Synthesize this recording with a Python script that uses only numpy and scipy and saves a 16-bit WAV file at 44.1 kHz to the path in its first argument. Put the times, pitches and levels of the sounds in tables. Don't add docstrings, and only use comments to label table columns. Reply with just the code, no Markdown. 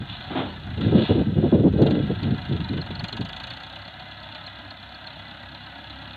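import sys
import numpy as np
from scipy import signal
from scipy.fft import rfft, irfft, next_fast_len
from scipy.io import wavfile
from scipy.ndimage import uniform_filter1d, map_coordinates

SR = 44100
rng = np.random.default_rng(int(sys.argv[2]) if len(sys.argv) > 2 else 0)


def generate_wav(sig):
    pcm = np.round(np.clip(np.atleast_2d(sig).T, -1, 1) * 32767).astype(np.int16)
    wavfile.write(sys.argv[1], SR, pcm)


N = 271656
T = np.arange(N) / SR

# (time [s], effort [0-1])
EFFORT = [(0, 0.3), (.88, 0.42), (1.3, .08), (1.78, 0.4), (1.82, .88), (1.92, 0.56), (1.99, 0.2),
          (2.6, 0.52), (2.97, .5), (3.04, 1), (3.3, 0.81), (3.51, 0.74), (3.72, 0.56), (4.1, 0.31),
          (6.16, 0.31)]


def gain_of(db):
    return 10 ** (np.asarray(db) / 20)


def evened(x):
    return x / np.sqrt(np.mean(x ** 2) + 1e-20)


def curve(rows):
    return np.interp(T, *np.transpose(rows))


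def noise(points):
    hz, db = np.transpose(points)
    size = next_fast_len(N + 4096)
    f = np.fft.rfftfreq(size, 1 / SR)
    level_db = np.interp(np.log(f + 1), np.log(hz), db)
    spectrum = rfft(rng.standard_normal(N), size) * gain_of(level_db)
    return evened(irfft(spectrum, size)[:N])


def drift(rate):
    knots = rng.standard_normal(4096)
    coarse_time = T[::32]
    wander = map_coordinates(knots, [coarse_time * rate], mode="wrap")
    return evened(np.interp(T, coarse_time, wander))


def add(mix, s, sound):
    part = mix[max(round(s * SR), 0):][:len(sound)]
    part += sound[:len(part)]


def envelope(rows, attack, sag_db, release):
    power = np.full(N, 1e-12)
    for s, length, db in rows:
        t = np.arange(0, length + 8 * release, 1 / SR)
        shape = np.minimum(t / attack, 1) * np.exp(-np.maximum(t - length, 0) / release)
        add(power, s, (gain_of(db + sag_db * t) * shape) ** 2)
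    return np.sqrt(power)


def floor_noise():
    # (frequency [Hz], relative level per hertz [dB])
    floor_colour = [(20, 1.5), (5000, 6.5), (7000, 2.5), (9000, -2), (15500, -3.5)]
    return gain_of(-73.5) * noise(floor_colour)


def breeze():
    # (time [s], level [dB])
    breeze_level = [(0, -43), (.22, -44.5), (.45, -39), (1.9, -29), (2.8, -36), (3.3, -41), (3.7, -53.5),
                    (6.16, -62)]
    # (frequency [Hz], relative level per hertz [dB])
    soft_colour = [(15, -27), (35, -28.5), (55, -18), (80, 4), (125, 3.5), (200, -1), (320, -11.5),
                   (550, -27), (1200, -63), (4000, -110)]
    return gain_of(curve(breeze_level) + 3 * drift(25)) * noise(soft_colour)


def eddies(points, steady):
    x = noise(points)
    local_power = abs(uniform_filter1d(x ** 2, size=900)) + 1e-6
    return evened(x / local_power ** (steady / 2))


def gusts(corner_hz=560, full_db=-21, brighten=0.78, flutter_db=1.5, lumps_db=1.24):
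    # (start [s], length [s], deep level [dB], upper level relative to deep [dB])
    gust_rows = [(0, 0.023, -28.5, -15), (0.769, .04, -25, -6), (0.813, 0.097, -19, -7.5),
                 (0.916, 0.11, -16.5, -2), (1.09, 0.033, -16, -0.5), (1.142, 0.074, -19.5, 0),
                 (1.257, 0.072, -23.5, -8.5), (1.353, 0.054, -17.5, -6), (1.42, 0.051, -22.5, 3.5),
                 (1.516, .045, -17, 2), (1.571, 0.057, -18.5, -4), (1.632, 0.047, -17.5, 1.5),
                 (1.732, 0.028, -18.5, -4), (1.778, 0.065, -17.5, 1.5), (1.847, 0.16, -22.5, 3),
                 (2.013, 0.064, -26, -10), (2.09, 0.023, -18.5, -3.5), (2.221, .12, -20.5, -11),
                 (2.49, 0.067, -22, -7.5), (2.584, 0.036, -25, -13.5), (2.693, .11, -25, -8.5),
                 (2.897, .025, -33, -13), (3.021, .02, -30, -23), (3.115, 0.031, -32.5, -8),
                 (3.188, 0.031, -26.5, -10)]
    # (frequency [Hz], relative level per hertz [dB])
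    deep_colour = [(15, -35.5), (30, -32), (50, -42.5), (75, -6.5), (105, 2.5), (210, 1), (280, -8),
                   (400, -20.5), (900, -67), (3000, -115)]
    # (frequency [Hz], relative level per hertz [dB])
    upper_colour = [(100, -33), (220, -0.5), (290, 2), (440, -4), (550, -9.5), (700, -17), (1000, -30.5),
                    (1400, -42), (3000, -67), (6500, -100)]
    attack_s, sag_db_per_s, release_s = .011, -22.5, 0.015
    shape = attack_s, sag_db_per_s, release_s
    deep_rows = [(s, length, db) for s, length, db, _ in gust_rows]
    upper_rows = [(s, length, db + upper_db) for s, length, db, upper_db in gust_rows]
    lumps = gain_of(lumps_db * drift(60))
    deep = lumps * envelope(deep_rows, *shape)
    upper = lumps * envelope(upper_rows, *shape)
    turbulence = eddies(upper_colour, steady=0.45) * gain_of(flutter_db * drift(130))
    dull = signal.sosfiltfilt(signal.butter(2, corner_hz, fs=SR, output="sos"), turbulence)
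    strength_db = 20 * np.log10(upper) - full_db
    reach = gain_of(brighten * np.clip(strength_db, -24, 4))
    return deep * eddies(deep_colour, steady=0.093) + upper * (dull + reach * (turbulence - dull))


def rushes():
    # (start [s], length [s], level [dB])
    rush_rows = [(.296, 0.032, -31), (.348, 0.049, -23)]
    # (frequency [Hz], relative level per hertz [dB])
    rush_colour = [(40, -25), (110, 8), (280, 10.5), (500, 0.5), (800, 3.5), (1050, -6), (1300, -3.5),
                   (2000, -11), (2600, -13.5), (3500, -5.5), (4200, -20), (4800, -49), (9000, -73)]
    attack_s, sag_db_per_s, release_s = 0.013, -4, 0.057
    return envelope(rush_rows, attack_s, sag_db_per_s, release_s) * eddies(rush_colour, steady=0.2)


def knocks():
    # (time [s], level [dB], decay time [s])
    knock_rows = [(2.905, -30.5, 0.0025)]
    # (frequency [Hz], relative level per hertz [dB])
    knock_colour = [(80, -8), (250, 10), (750, -2), (1200, -24), (4200, -12), (4900, -58)]
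    out, t = np.zeros(N), np.arange(2000) / SR
    for s, db, decay in knock_rows:
        shape = np.e * t / decay * np.exp(-t / decay)
        add(out, s, gain_of(db) * evened(noise(knock_colour)[:len(t)]) * shape)
    return out


def firings(scatter_db=0.36, start_phase=-.53):
    # (time [s], firings per second [1/s])
    speed = [(0.0, 25.65), (0.29, 28.01), (0.71, 28.19), (1.08, 29.6), (1.65, 21.35), (1.81, 21.52),
             (2.0, 25.2), (2.16, 24.52), (2.45, 28.46), (2.66, 23.61), (2.91, 21.94), (3.19, 23.99),
             (3.53, 30.42), (3.93, 34.32), (4.96, 32.81), (5.35, 33.89), (6.16, 34.21)]
    cylinder_db = [-2, -2, 2.7, -3.5]
    # (time [s], extra level [dB])
    barks = [(.81, 5), (1.865, 2), (1.91, 3.5), (2.23, 6.5), (3.44, 2.5), (3.47, 1.5), (3.51, 1), (4.35, 3),
             (4.47, 4.5), (5.075, 2.5)]
    rate = curve(speed)
    turns = start_phase + np.cumsum(rate) / SR
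    number = np.arange(int(turns[-1]) + 1)
    times = np.interp(number, turns, T)
    uneven = np.interp(np.interp(times, T, rate), [29, 33], [.3, 1])
    scatter = scatter_db * rng.standard_normal(400)[:len(times)]
    db = np.take(cylinder_db, number, mode="wrap") * uneven + scatter
    for s, extra_db in barks:
        db[np.argmin(abs(times - s))] += extra_db
    return turns, times, db


def chirp(db, hz, length, fall=0.048, count=12):
    u = np.linspace(-.5, .5, int(length * SR))
    knots = np.linspace(-.5, .5, count)
    a, b = (.35 * np.interp(u, knots, w) for w in rng.standard_normal((2, count)))
    phase = 2 * np.pi * np.cumsum(hz * (1 - fall * u)) / SR
    tone = evened((1 + a) * np.sin(phase) + b * np.cos(phase))
    return gain_of(db) * np.cos(np.pi * u) ** 2 * tone


def hard_chirps():
    # (middle [s], level [dB], pitch [Hz])
    chirp_rows = [(2.645, -35.5, 3990), (2.692, -35, 4030), (2.817, -33.5, 4200), (2.956, -34.5, 4250),
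                  (2.997, -34.5, 4290), (3.086, -37, 4170), (3.130, -34, 4200), (3.441, -38, 4130),
                  (4.468, -36, 4190), (4.71, -36, 4220), (4.949, -40, 4300), (5.072, -35.5, 4230)]
    out = np.zeros(N)
    for s, db, hz in chirp_rows:
        add(out, s - .0075, chirp(db, hz, length=.015))
    return out


def faint_chirps(times, firing_db, faint_db=-53, effort_db=12, faint_hz=4130, effort_hz=220, from_s=1.8):
    out = np.zeros(N)
    effort = np.interp(times, *np.transpose(EFFORT))
    level_db = faint_db + firing_db + effort_db * effort
    pitch_hz = faint_hz + effort_hz * effort
    chance = rng.standard_normal((400, 3))
    for s, db, hz, (a, b, c) in zip(times, level_db, pitch_hz, chance):
        if s > from_s:
            add(out, s - .008 + .0015 * c, chirp(db + 2.5 * a, hz + 70 * b, length=.012))
    return out


def rising_whistles():
    # (start [s], length [s], start pitch [Hz], end pitch [Hz], level [dB])
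    whistle_rows = [(0.114, 0.2, 3960, 4430, -55), (0.451, 0.11, 4130, 4530, -54.5)]
    out = np.zeros(N)
    for s, length, start_hz, end_hz, db in whistle_rows:
        middle_hz = (start_hz + end_hz) / 2
        fall = (start_hz - end_hz) / middle_hz
        add(out, s, chirp(db, middle_hz, length, fall=fall, count=30))
    return out


def puffs(times, db, lead, rise, decay):
    t, power = np.arange(3000) / SR, np.zeros(N)
    shape = (1 - np.exp(-(t / rise) ** 2)) * np.exp(-t / decay)
    for s, size in zip(times, gain_of(db)):
        add(power, s - lead, size ** 2 * shape)
    return power / power.mean()


def valve_knock(times, db):
    between = (times[1:] + times[:-1]) / 2
    chance_db = 4.5 * rng.standard_normal((2, 400))
    main_db = db / 2 + 0.6 * chance_db[0, :len(times)]
    main = puffs(times, main_db, lead=.0055, rise=0.007, decay=0.0066)
    weak = puffs(between, chance_db[1, :len(between)], lead=.003, rise=0.0011, decay=0.012)
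    return 0.69 * main + 0.054 * weak


def boom(turns, waver_db=2.12, jitter_turns=.02):
    # (multiple of the firing rate [1], relative level [dB])
    orders = [(1, -32.5), (2, -3.5), (3, -2), (4, -8), (5, -13), (6, -17), (7, -12.5), (8, -13.5), (9, -15)]
    turns = turns + jitter_turns * drift(16)
    total = np.zeros(N)
    for k, db in orders:
        level = gain_of(db + waver_db * np.sqrt(k) * drift(22))
        total += level * np.cos(2 * np.pi * (round(k) * turns + rng.random()))
    return evened(total)


def rumble(knock):
    # (frequency [Hz], relative level per hertz [dB])
    rumble_colour = [(20, -17), (45, -11.5), (70, -4), (120, 2), (190, 4), (300, 2.5), (370, -5),
                     (450, -43.5), (700, -45.5)]
    return gain_of(-5) * noise(rumble_colour) * np.sqrt(.5 + .5 * knock)


def clatter(loud_db, effort, share, knock):
    # (frequency [Hz], relative level per hertz [dB])
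    clatter_colour = [(300, -27), (450, -14), (580, 0.5), (770, 1.5), (1000, -5.5), (1130, -10), (1330, 0),
                      (1580, 2.5), (1840, -5.5), (1980, 1), (2260, -13), (2700, -10.5), (4300, -24),
                      (4800, -52)]
    level_db = loud_db - .5 + 3 * effort
    knock_share = np.clip(0.25 + .45 * share, 0, 1)
    pulse = np.sqrt(1 - knock_share + knock_share * knock)
    return gain_of(level_db + 0.91 * drift(350)) * noise(clatter_colour) * pulse


def hiss(loud_db, effort, share, chuff):
    # (frequency [Hz], relative level per hertz [dB])
    hiss_colour = [(400, -32), (700, -1.5), (1950, -10.5), (2250, -12), (2430, -1), (3030, -2.5),
                   (3150, -1.5), (3480, 5.5), (3880, -0.5), (4000, 2), (4320, -9.5), (4480, -13.5),
                   (4750, -33), (5400, -39), (9000, -52.5)]
    # (start [s], length [s], level [dB])
    swell_rows = [(.06, 0.071, -39.5), (.8, 0.09, -44), (.95, .13, -34.5), (1.39, 0.13, -47)]
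    attack_s, sag_db_per_s, release_s = .04, -19.5, 0.13
    level_db = loud_db - 4 + 7.5 * effort
    chuffing = gain_of(level_db) * np.sqrt(1 - share + share * chuff)
    swells = envelope(swell_rows, attack_s, sag_db_per_s, release_s)
    return gain_of(1.9 * drift(300)) * noise(hiss_colour) * np.hypot(chuffing, swells)


def spit(times, db, effort):
    # (frequency [Hz], relative level per hertz [dB])
    spit_colour = [(3500, -17.5), (4500, 9), (4850, 0), (5300, -15.5), (5900, -10.5), (6300, 5), (6620, -9),
                   (6950, -0.5), (7280, -9.5), (7550, -10), (8500, -15), (11000, -21.5), (15000, -21.5)]
    level_db = -86 + 29 * effort
    crack = puffs(times, 1.2 * db, lead=.0095, rise=.005, decay=.0045)
    return gain_of(level_db + 1.8 * drift(960)) * noise(spit_colour) * np.sqrt(crack)


def scattered(x, echo_db=-16, count=5):
    out = x.copy()
    for delay in rng.uniform(.002, .008, count):
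        sign = rng.choice([-1, 1])
        arrival = T - delay - .0004 * drift(4)
        out += gain_of(echo_db) * sign * np.interp(arrival, T, x)
    return out * np.std(x) / np.std(out)


def ringing(x):
    # (frequency [Hz], width [Hz], lift [dB])
    rings = [(283, 6.8, 3), (566, 12, 0.5), (739, 33, 4.5), (912, 34, 5.5), (989, 18, 5), (1060, 16, 2.5),
             (1288, 16, 4.5), (1674, 29, 5), (2880, 65, 7), (3000, 23, 6.5), (3376, 34, 3.5), (3380, 19, 3),
             (3800, 14, 1)]
    out = x.copy()
    for hz, width, db in rings:
        out += (gain_of(db) - 1) * signal.lfilter(*signal.iirpeak(hz, hz / width, fs=SR), x)
    return out


def engine(turns, times, db):
    # (time [s], level [dB])
    loudness = [(0, -47.5), (.3, -44), (.68, -47), (1.05, -40), (1.3, -47), (1.72, -49.5), (1.85, -42.5),
                (2.25, -43.5), (2.6, -44), (2.9, -44), (3.2, -44), (3.5, -44.5), (4.1, -46), (4.35, -44.5),
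                (4.78, -47), (5.0, -45.5), (5.4, -46.5), (6.16, -45)]
    # (time [s], level [dB])
    boom_level = [(0, -46), (2, -41.5), (3.3, -46.5), (4.7, -50), (5.3, -47.5), (6.16, -46)]
    effort, loud_db = curve(EFFORT), curve(loudness)
    share = np.clip(0.11 + 1.0 * effort, 0, .95)
    chuff = puffs(times, db, lead=.007, rise=.006, decay=.0055)
    knock = valve_knock(times, db)
    low = gain_of(curve(boom_level)) * (boom(turns) + rumble(knock))
    block = clatter(loud_db, effort, share, knock)
    gas = hiss(loud_db, effort, share, chuff)
    return ringing(low + scattered(block + gas)) + spit(times, db, effort)


def scene():
    turns, times, db = firings()
    wind = breeze() + gusts() + rushes()
    whistling = hard_chirps() + faint_chirps(times, db) + rising_whistles()
    mix = floor_noise() + wind + knocks() + whistling + engine(turns, times, db)
    return mix[None]


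def record(dry):
    band_limit = signal.firwin(511, 15500, window=("kaiser", 9), fs=SR)
    return signal.oaconvolve(dry, band_limit[None], "same")


dry = scene()
out = record(dry)
generate_wav(out)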